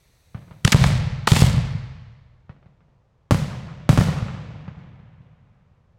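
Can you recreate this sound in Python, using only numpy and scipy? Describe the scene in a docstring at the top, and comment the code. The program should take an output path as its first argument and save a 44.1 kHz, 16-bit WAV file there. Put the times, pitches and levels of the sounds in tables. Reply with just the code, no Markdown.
"""Two distant firework pops over a faint fuse fizz, then a cake fires two mortar volleys in a night street.
Each lift spits gas, thumps and cracks; the shells' burning tails hiss upward.
Three shells burst overhead, each a sharp shock front plus a bass boom.
House fronts slap the reports back, echoes roll through the neighbourhood, more fireworks pop far away."""
import sys
import numpy as np
from scipy import signal
from scipy.fft import rfft, irfft
from scipy.io import wavfile
from scipy.ndimage import uniform_filter1d

SR = 44100
rng = np.random.default_rng(int(sys.argv[2]) if len(sys.argv) > 2 else 0)


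def persist_wave(psi):
    """Save psi, clipped to +-1, as 16-bit WAV."""
    counts = np.round(np.clip(psi, -1, 1) * 32767).astype(np.int16)
    wavfile.write(sys.argv[1], SR, np.atleast_2d(counts).T)


N = 263718
TIME_S = np.arange(N) / SR
PULSE_TIME_S = TIME_S[:SR // 10]
FREQS_HZ = np.maximum(np.arange(N // 2 + 1) * SR / N, 1)

# night ambience: f/Hz, level/dB
NIGHT_SPECTRUM = [(25, -2), (60, 1), (137, -0.5), (223, -18.5), (344, -20.5), (500, -18), (700, -22),
                  (1100, -25), (1400, -29), (6700, -44.5), (10400, -57.5), (16000, -61)]
# distant fireworks: t/s, shock/dB, boom/dB, roll/dB
DISTANT_POPS = [(.3463, -27, -21.5, -31.5), (.5105, -32.5, -39.5, -56.5), (2.4943, -31.5, -28.5, -41),
                (4.6797, -27.5, -25, -44)]
# their detours via other streets: delay/s, shock/dB, boom/dB, roll/dB
DISTANT_PATHS = [(.07, -17.5, -31, -15.5), (.134, -13.5, -27, -11.5), (.165, -13, -11.5, -7.5),
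                 (.312, -17.5, -30, -12), (.39, -25, -32, -15.5)]
# loudest bangs returning from far blocks: t/s, boom/dB, roll/dB
BLOCK_ECHOES = [(1.748, -18, -49), (4.222, -13.5, -46), (4.771, -44, -34.5), (5.202, -39, -47.5)]
# rolling echo of lifts: f/Hz, level/dB
LIFT_ROLL_SPECTRUM = [(25, -20), (55, -9), (95, -3.5), (132, 2), (195, -13), (290, -36.5), (550, -29),
                      (1190, -36), (1500, -35.5), (2100, -32.5), (2600, -36.5), (4300, -37.5), (8100, -49),
                      (15000, -68)]
# rolling echo of bursts: f/Hz, level/dB
SKY_ROLL_SPECTRUM = [(25, -25), (60, -8), (105, 1), (145, 4.5), (200, -6), (270, -21), (360, -28),
                     (550, -20.5), (800, -25), (1150, -29), (2000, -28.5), (4300, -30.5), (8000, -34),
                     (15000, -44.5)]
# air and ground absorption, lift echoes: f/Hz, loss/(dB/s)
LIFT_ABSORPTION = [(40, 23.5), (140, 36.5), (400, 46), (1200, 31), (3000, 35.5), (6000, 43.5),
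                   (12000, 79.5)]
# air and ground absorption, burst echoes: f/Hz, loss/(dB/s)
SKY_ABSORPTION = [(40, 7.7), (140, 12), (400, 17), (1200, 11), (3000, 15), (6000, 38), (9000, 66),
                  (14000, 113)]
# smeared echo off house rows: f/Hz, level/dB
WASH_SPECTRUM = [(200, -40), (500, -18), (800, -1), (1150, 7), (1700, -2), (4000, -20), (9000, -62)]
# house rows: delay/s, level/dB re burst roll
HOUSE_ROW_PATHS = [(.18, -26.5), (.365, -32.5)]
# house fronts around the tubes: delay/s, shock/dB, boom/dB
LIFT_SLAP_PATHS = [(0.0192, -12, -9.5), (0.074, -19.5, -9), (0.123, -18, -6.5), (.147, -26, -10),
                   (.1615, -17, -8.5), (0.233, -40, -19.5)]
# ground and walls around the listener: delay/s, shock/dB, boom/dB
BURST_SLAP_PATHS = [(.0036, -3, -2), (.007, -17, 5), (.012, -0.5, -22.5), (.025, -14.5, -14.5),
                    (.0362, -3.5, -3), (.109, -21, -7), (0.191, -32, -19)]
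# hiss of burning shell tails: f/Hz, level/dB
CLIMB_SPECTRUM = [(300, -8.5), (1000, 0), (1600, -3), (2100, -1), (2800, 0), (4400, 0.5), (6000, -3.5),
                  (7700, -2), (11000, -10.5), (15500, -18.5)]
# climbing volleys: t/s, level/dB, hold/s
CLIMBS = [(0.644, -33, .235), (1.27, -26, .15)]
# muzzle gas: t/s, bright jet/dB, dull jet/dB, length/s, centre/Hz, puff/dB
GAS_SPITS = [(0.6487, -11, -15.5, 0.0015, 3953, -16.5), (0.676, -13.5, -19.5, 0.0014, 2806, -14.5),
             (0.7195, -13.5, -14.5, 0.0044, 4400, -11), (0.839, -15, -19, .0018, 1900, -17.5),
             (1.2722, -14.5, -9.5, .0021, 2850, -15.5), (1.318, -12.5, -19.5, .0017, 2766, -26.5),
             (1.3626, -17, -21, 0.00183, 2160, -12)]
# lift charges: t/s, crack/dB, thump/dB, slap/dB, roll/dB
LIFT_CHARGES = [(0.647, -12, -2, -13.5, -25), (0.7425, 0.5, 0, -1.5, -6), (1.3158, -15.5, 1.5, 0, -10),
                (1.4183, 4, 0.5, -3.5, -13.5)]
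# overhead bursts: t/s, shock/dB, boom/dB, slap/dB, roll/dB
SHELL_BURSTS = [(3.3097, -1, -15, -6.5, -19), (3.892, -0.5, -1.5, -10, -17.5),
                (3.9759, -6.5, -6, -5.5, -17.5)]
# microphone colour: f/Hz, width/Hz, gain/dB
MIC_BANDS = [(258, 100, 1.5), (354, 120, 0), (530, 160, 2.5), (1140, 890, 3), (1532, 360, -1.5)]


def from_db(db):
    """Decibels to gain."""
    return 10 ** (np.asarray(db) / 20)


def rms_one(x):
    """Scale to rms 1."""
    return x / np.sqrt(np.mean(x ** 2) + 1e-20)


def at_hz(points, hz):
    """Table lookup on a log-frequency axis."""
    known_hz, values = np.transpose(points)
    return np.interp(np.log(hz), np.log(known_hz), values)


def cut(x, hz, kind, order=2):
    """Causal low-pass or high-pass."""
    return signal.sosfilt(signal.butter(order, hz, kind, fs=SR, output="sos"), x)


def noise(spectrum):
    """Coloured noise, rms 1."""
    return rms_one(irfft(rfft(rng.standard_normal(N)) * from_db(at_hz(spectrum, FREQS_HZ)), N))


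def flicker(rate_hz, depth_db):
    """Random gain, mean power 1."""
    return rms_one(from_db(depth_db * rms_one(cut(rng.standard_normal(N), rate_hz, "low"))))


def swell(t, peak_s):
    """Rise to 1 at peak_s, then decay."""
    return t / peak_s * np.exp(1 - t / peak_s)


def held(start_s, hold_s, fade_db_per_s):
    """Unity gain until the hold ends, then a steady fade."""
    return from_db(-fade_db_per_s * np.maximum(TIME_S - start_s - hold_s, 0))


def add(out, start_s, sound):
    """Mix a sound in at start_s."""
    start = round(start_s * SR)
    out[start:start + len(sound)] += sound[:N - start]


def echoed(events, paths):
    """Every event along every path: delays and decibels add."""
    return [tuple(np.add(event[:len(path)], path)) for event in events for path in paths]


def boom(boom_hz=128.4, heave_hz=54, heave_db=-21, peak_s=0.0063):
    """Blast bass: about three cycles over one deeper heave of air."""
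    t = PULSE_TIME_S
    heave = from_db(heave_db) * np.sin(2 * np.pi * heave_hz * t) * swell(t, peak_s)
    return heave - np.sin(2 * np.pi * boom_hz * t + 0.46) * swell(t, peak_s) ** 2.9


def shock(push_s, top_hz, grit_db, snap_db):
    """Pressure jump with a snap, suction after push_s, and a grit of ground scatter."""
    t = PULSE_TIME_S
    wave = (1 - t / push_s) * np.exp(-t / push_s)
    snap = from_db(snap_db) * np.sin(2 * np.pi * 1300 * t) * np.exp(-t / 0.00022)
    grit = from_db(grit_db) * cut(rng.standard_normal(len(t)), 1800, "low", order=1) * np.exp(-t / 0.016)
    return cut(wave + snap + grit, top_hz, "low")


def reports(rows, **shock_shape):
    """One shock front plus boom per row."""
    out = np.zeros(N)
    for t_s, shock_db, boom_db, *_ in rows:
        add(out, t_s, from_db(shock_db) * shock(**shock_shape) + from_db(boom_db) * boom())
    return out


def roll(rows, spectrum, absorption, build_s, spread_s, grain_db):
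    """Dense echoes build up, thin with distance and are absorbed octave by octave."""
    paths = noise(spectrum) * flicker(180, grain_db)
    # bounces off nearby walls comb the spectrum
    lags = (rng.uniform(0.0034, 0.04, size=4) * SR).astype(int)
    bounces = sum(np.roll(paths, lag) for lag in lags)
    echoes = rfft(rms_one(paths + 0.11 * bounces))
    grid_s = TIME_S[::64]
    starts_s, levels_db = np.array([(row[0], row[-1]) for row in rows]).T[..., None]
    age_s = np.maximum(grid_s - starts_s, 0)
    spreading = from_db(levels_db) * (1 - np.exp(-age_s / build_s)) / (1 + age_s / spread_s)
    out = np.zeros(N)
    for hz in 17.5 * 2. ** np.arange(11):
        octave = np.maximum(1 - np.abs(np.log2(FREQS_HZ / hz)), 0)
        band = irfft(echoes * octave, N)
        # hold each octave's level steady so the rolling echo fades smoothly
        band *= band.std() / np.sqrt(uniform_filter1d(band ** 2, size=3000) + 1e-20)
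        power = np.sum((spreading * from_db(-at_hz(absorption, hz) * age_s)) ** 2, axis=0)
        out += band * np.interp(TIME_S, grid_s, np.sqrt(power))
    return out


def night(level_db=-60.5):
    """Faint, steady low rumble."""
    return from_db(level_db) * noise(NIGHT_SPECTRUM)


def distance():
    """Dull far pops repeat via other streets; they and the far-block echoes roll on."""
    pops = DISTANT_POPS + echoed(DISTANT_POPS, DISTANT_PATHS)
    bangs = reports(pops, push_s=0.00076, top_hz=2200, grit_db=-5, snap_db=-21)
    tail = roll(pops + BLOCK_ECHOES, SKY_ROLL_SPECTRUM, SKY_ABSORPTION,
                build_s=0.02, spread_s=0.025, grain_db=2)
    return cut(bangs, 6500, "low") + cut(tail, 2400, "low")


def street_roll():
    """Lifts and bursts reverberate through the neighbourhood."""
    lifts = roll(LIFT_CHARGES, LIFT_ROLL_SPECTRUM, LIFT_ABSORPTION,
                 build_s=0.072, spread_s=0.32, grain_db=0.6)
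    bursts = roll(SHELL_BURSTS, SKY_ROLL_SPECTRUM, SKY_ABSORPTION,
                  build_s=0.016, spread_s=0.12, grain_db=1)
    return lifts + bursts


def washes():
    """House rows smear each burst into midrange echoes that swell, flutter and fade."""
    bursts = [(t_s, roll_db) for t_s, *_, roll_db in SHELL_BURSTS]
    gain = np.zeros(N)
    for t_s, wash_db in echoed(bursts, HOUSE_ROW_PATHS):
        add(gain, t_s, from_db(wash_db) * swell(TIME_S[:SR], peak_s=0.018))
    return gain * noise(WASH_SPECTRUM) * flicker(47, depth_db=0.5)


def strays(rate_per_s=70, re_roll_db=-6.5, spread_db=3.5):
    """Single roofs and cars return small copies of each burst at random times."""
    arrivals = rng.random(N) < rate_per_s / SR
    clicks = arrivals * from_db(spread_db * np.clip(rng.standard_normal(N), -2, 2))
    fade = sum(from_db(roll_db + re_roll_db) * (TIME_S > t_s) * held(t_s, 0, fade_db_per_s=41.5)
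               for t_s, *_, roll_db in SHELL_BURSTS)
    echo = shock(push_s=0.00036, top_hz=2200, grit_db=-13, snap_db=-4)
    return signal.fftconvolve(clicks * fade, echo)[:N]


def slaps():
    """Ground and house fronts reflect lifts and bursts; far blocks return booms without the shock."""
    lifts = [(t_s, slap_db, slap_db) for t_s, _, _, slap_db, _ in LIFT_CHARGES]
    bursts = [(t_s, slap_db, slap_db) for t_s, _, _, slap_db, _ in SHELL_BURSTS]
    reflections = echoed(lifts, LIFT_SLAP_PATHS) + echoed(bursts, BURST_SLAP_PATHS)
    out = reports(reflections, push_s=0.0013, top_hz=8000, grit_db=-22.5, snap_db=-5.5)
    for t_s, boom_db, _ in BLOCK_ECHOES:
        add(out, t_s, from_db(boom_db) * boom())
    return out


def fuse(level_db=-67.5, ground_delay_s=0.00049):
    """Fizz until the first lift, combed by its ground reflection."""
    fizz = noise([(600, -20.5), (2000, -5.5), (4200, -5), (8000, -9.5), (12000, -12), (15000, -14.5)])
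    combed = rms_one(fizz + 0.4 * np.interp(TIME_S - ground_delay_s, TIME_S, fizz))
    return from_db(level_db) * held(0, LIFT_CHARGES[0][0], fade_db_per_s=229) * combed


def climbing_shells(attack_s=0.005, fade_db_per_s=107):
    """Burning tails sputter and hiss; air absorbs the treble as they recede."""
    hiss = noise(CLIMB_SPECTRUM) * flicker(120, depth_db=2.5)
    nearness = np.zeros(N)
    for t_s, level_db, hold_s in CLIMBS:
        onset = np.clip((TIME_S - t_s) / attack_s, 0, 1)
        nearness += from_db(level_db) * onset * held(t_s, hold_s, fade_db_per_s)
    dull = signal.sosfiltfilt(signal.butter(2, 7500, fs=SR, output="sos"), hiss)
    clarity = np.sqrt(nearness / nearness.max())
    return nearness * (dull + clarity * (hiss - dull))


def jet(length_s, centre_hz, q):
    """Spurt of turbulent gas: a noise hump around centre_hz."""
    flow = np.sqrt(swell(PULSE_TIME_S, length_s / 2))
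    turbulence = rng.standard_normal(len(flow)) * flow
    hump = signal.lfilter(*signal.iirpeak(centre_hz, q, fs=SR), turbulence)
    hump = cut(hump, 0.22 * centre_hz, "high")
    hump = cut(hump, 1.6 * centre_hz, "low", order=1)
    return rms_one(hump) * np.sqrt(np.mean(flow ** 2))


def muzzle_gas(puff_hz=205):
    """Gas rips from the tube, bright, then dull as pressure drops, pushing a puff of air."""
    puff = -np.sin(2 * np.pi * puff_hz * PULSE_TIME_S) * np.exp(-PULSE_TIME_S / 0.0065)
    out = np.zeros(N)
    for t_s, bright_db, dull_db, length_s, centre_hz, puff_db in GAS_SPITS:
        add(out, t_s, from_db(bright_db) * jet(length_s, centre_hz, q=0.85))
        dull = from_db(dull_db) * jet(length_s, 0.38 * centre_hz, q=1.5)
        add(out, t_s + 0.9 * length_s, dull + from_db(puff_db) * puff)
    return out


def lift_charges(crack_lag_s=0.0036):
    """Each charge thumps; on the crest a shock escapes as the shell clears its tube."""
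    out = np.zeros(N)
    for t_s, crack_db, thump_db, *_ in LIFT_CHARGES:
        add(out, t_s, from_db(thump_db) * boom())
        crack = shock(push_s=0.0015, top_hz=7000, grit_db=-22.5, snap_db=-0.5)
        add(out, t_s + crack_lag_s, from_db(crack_db) * crack)
    return out


def shell_bursts():
    """Shells explode overhead: direct shock and boom."""
    return reports(SHELL_BURSTS, push_s=0.0022, top_hz=12500, grit_db=-13, snap_db=-5)


def scene():
    """Night, echoes and fireworks, identical in both channels."""
    direct = muzzle_gas() + lift_charges() + shell_bursts() + fuse() + climbing_shells()
    echoes = street_roll() + washes() + strays() + slaps()
    mono = night() + distance() + echoes + direct
    return np.array([mono, mono])


def record(dry, bottom_hz=29, top_hz=16000):
    """Microphone colour, bass cut, soft clipping, steep treble cut."""
    for hz, width_hz, gain_db in MIC_BANDS:
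        band = signal.lfilter(*signal.iirpeak(hz, hz / width_hz, fs=SR), dry)
        dry = dry + (from_db(gain_db) - 1) * band
    clipped = 0.96 * np.tanh(cut(dry, bottom_hz, "high", order=1) / 0.92)
    return signal.sosfilt(signal.ellip(12, 0.1, 110, top_hz, fs=SR, output="sos"), clipped)


dry = scene()
out = record(dry)
persist_wave(out)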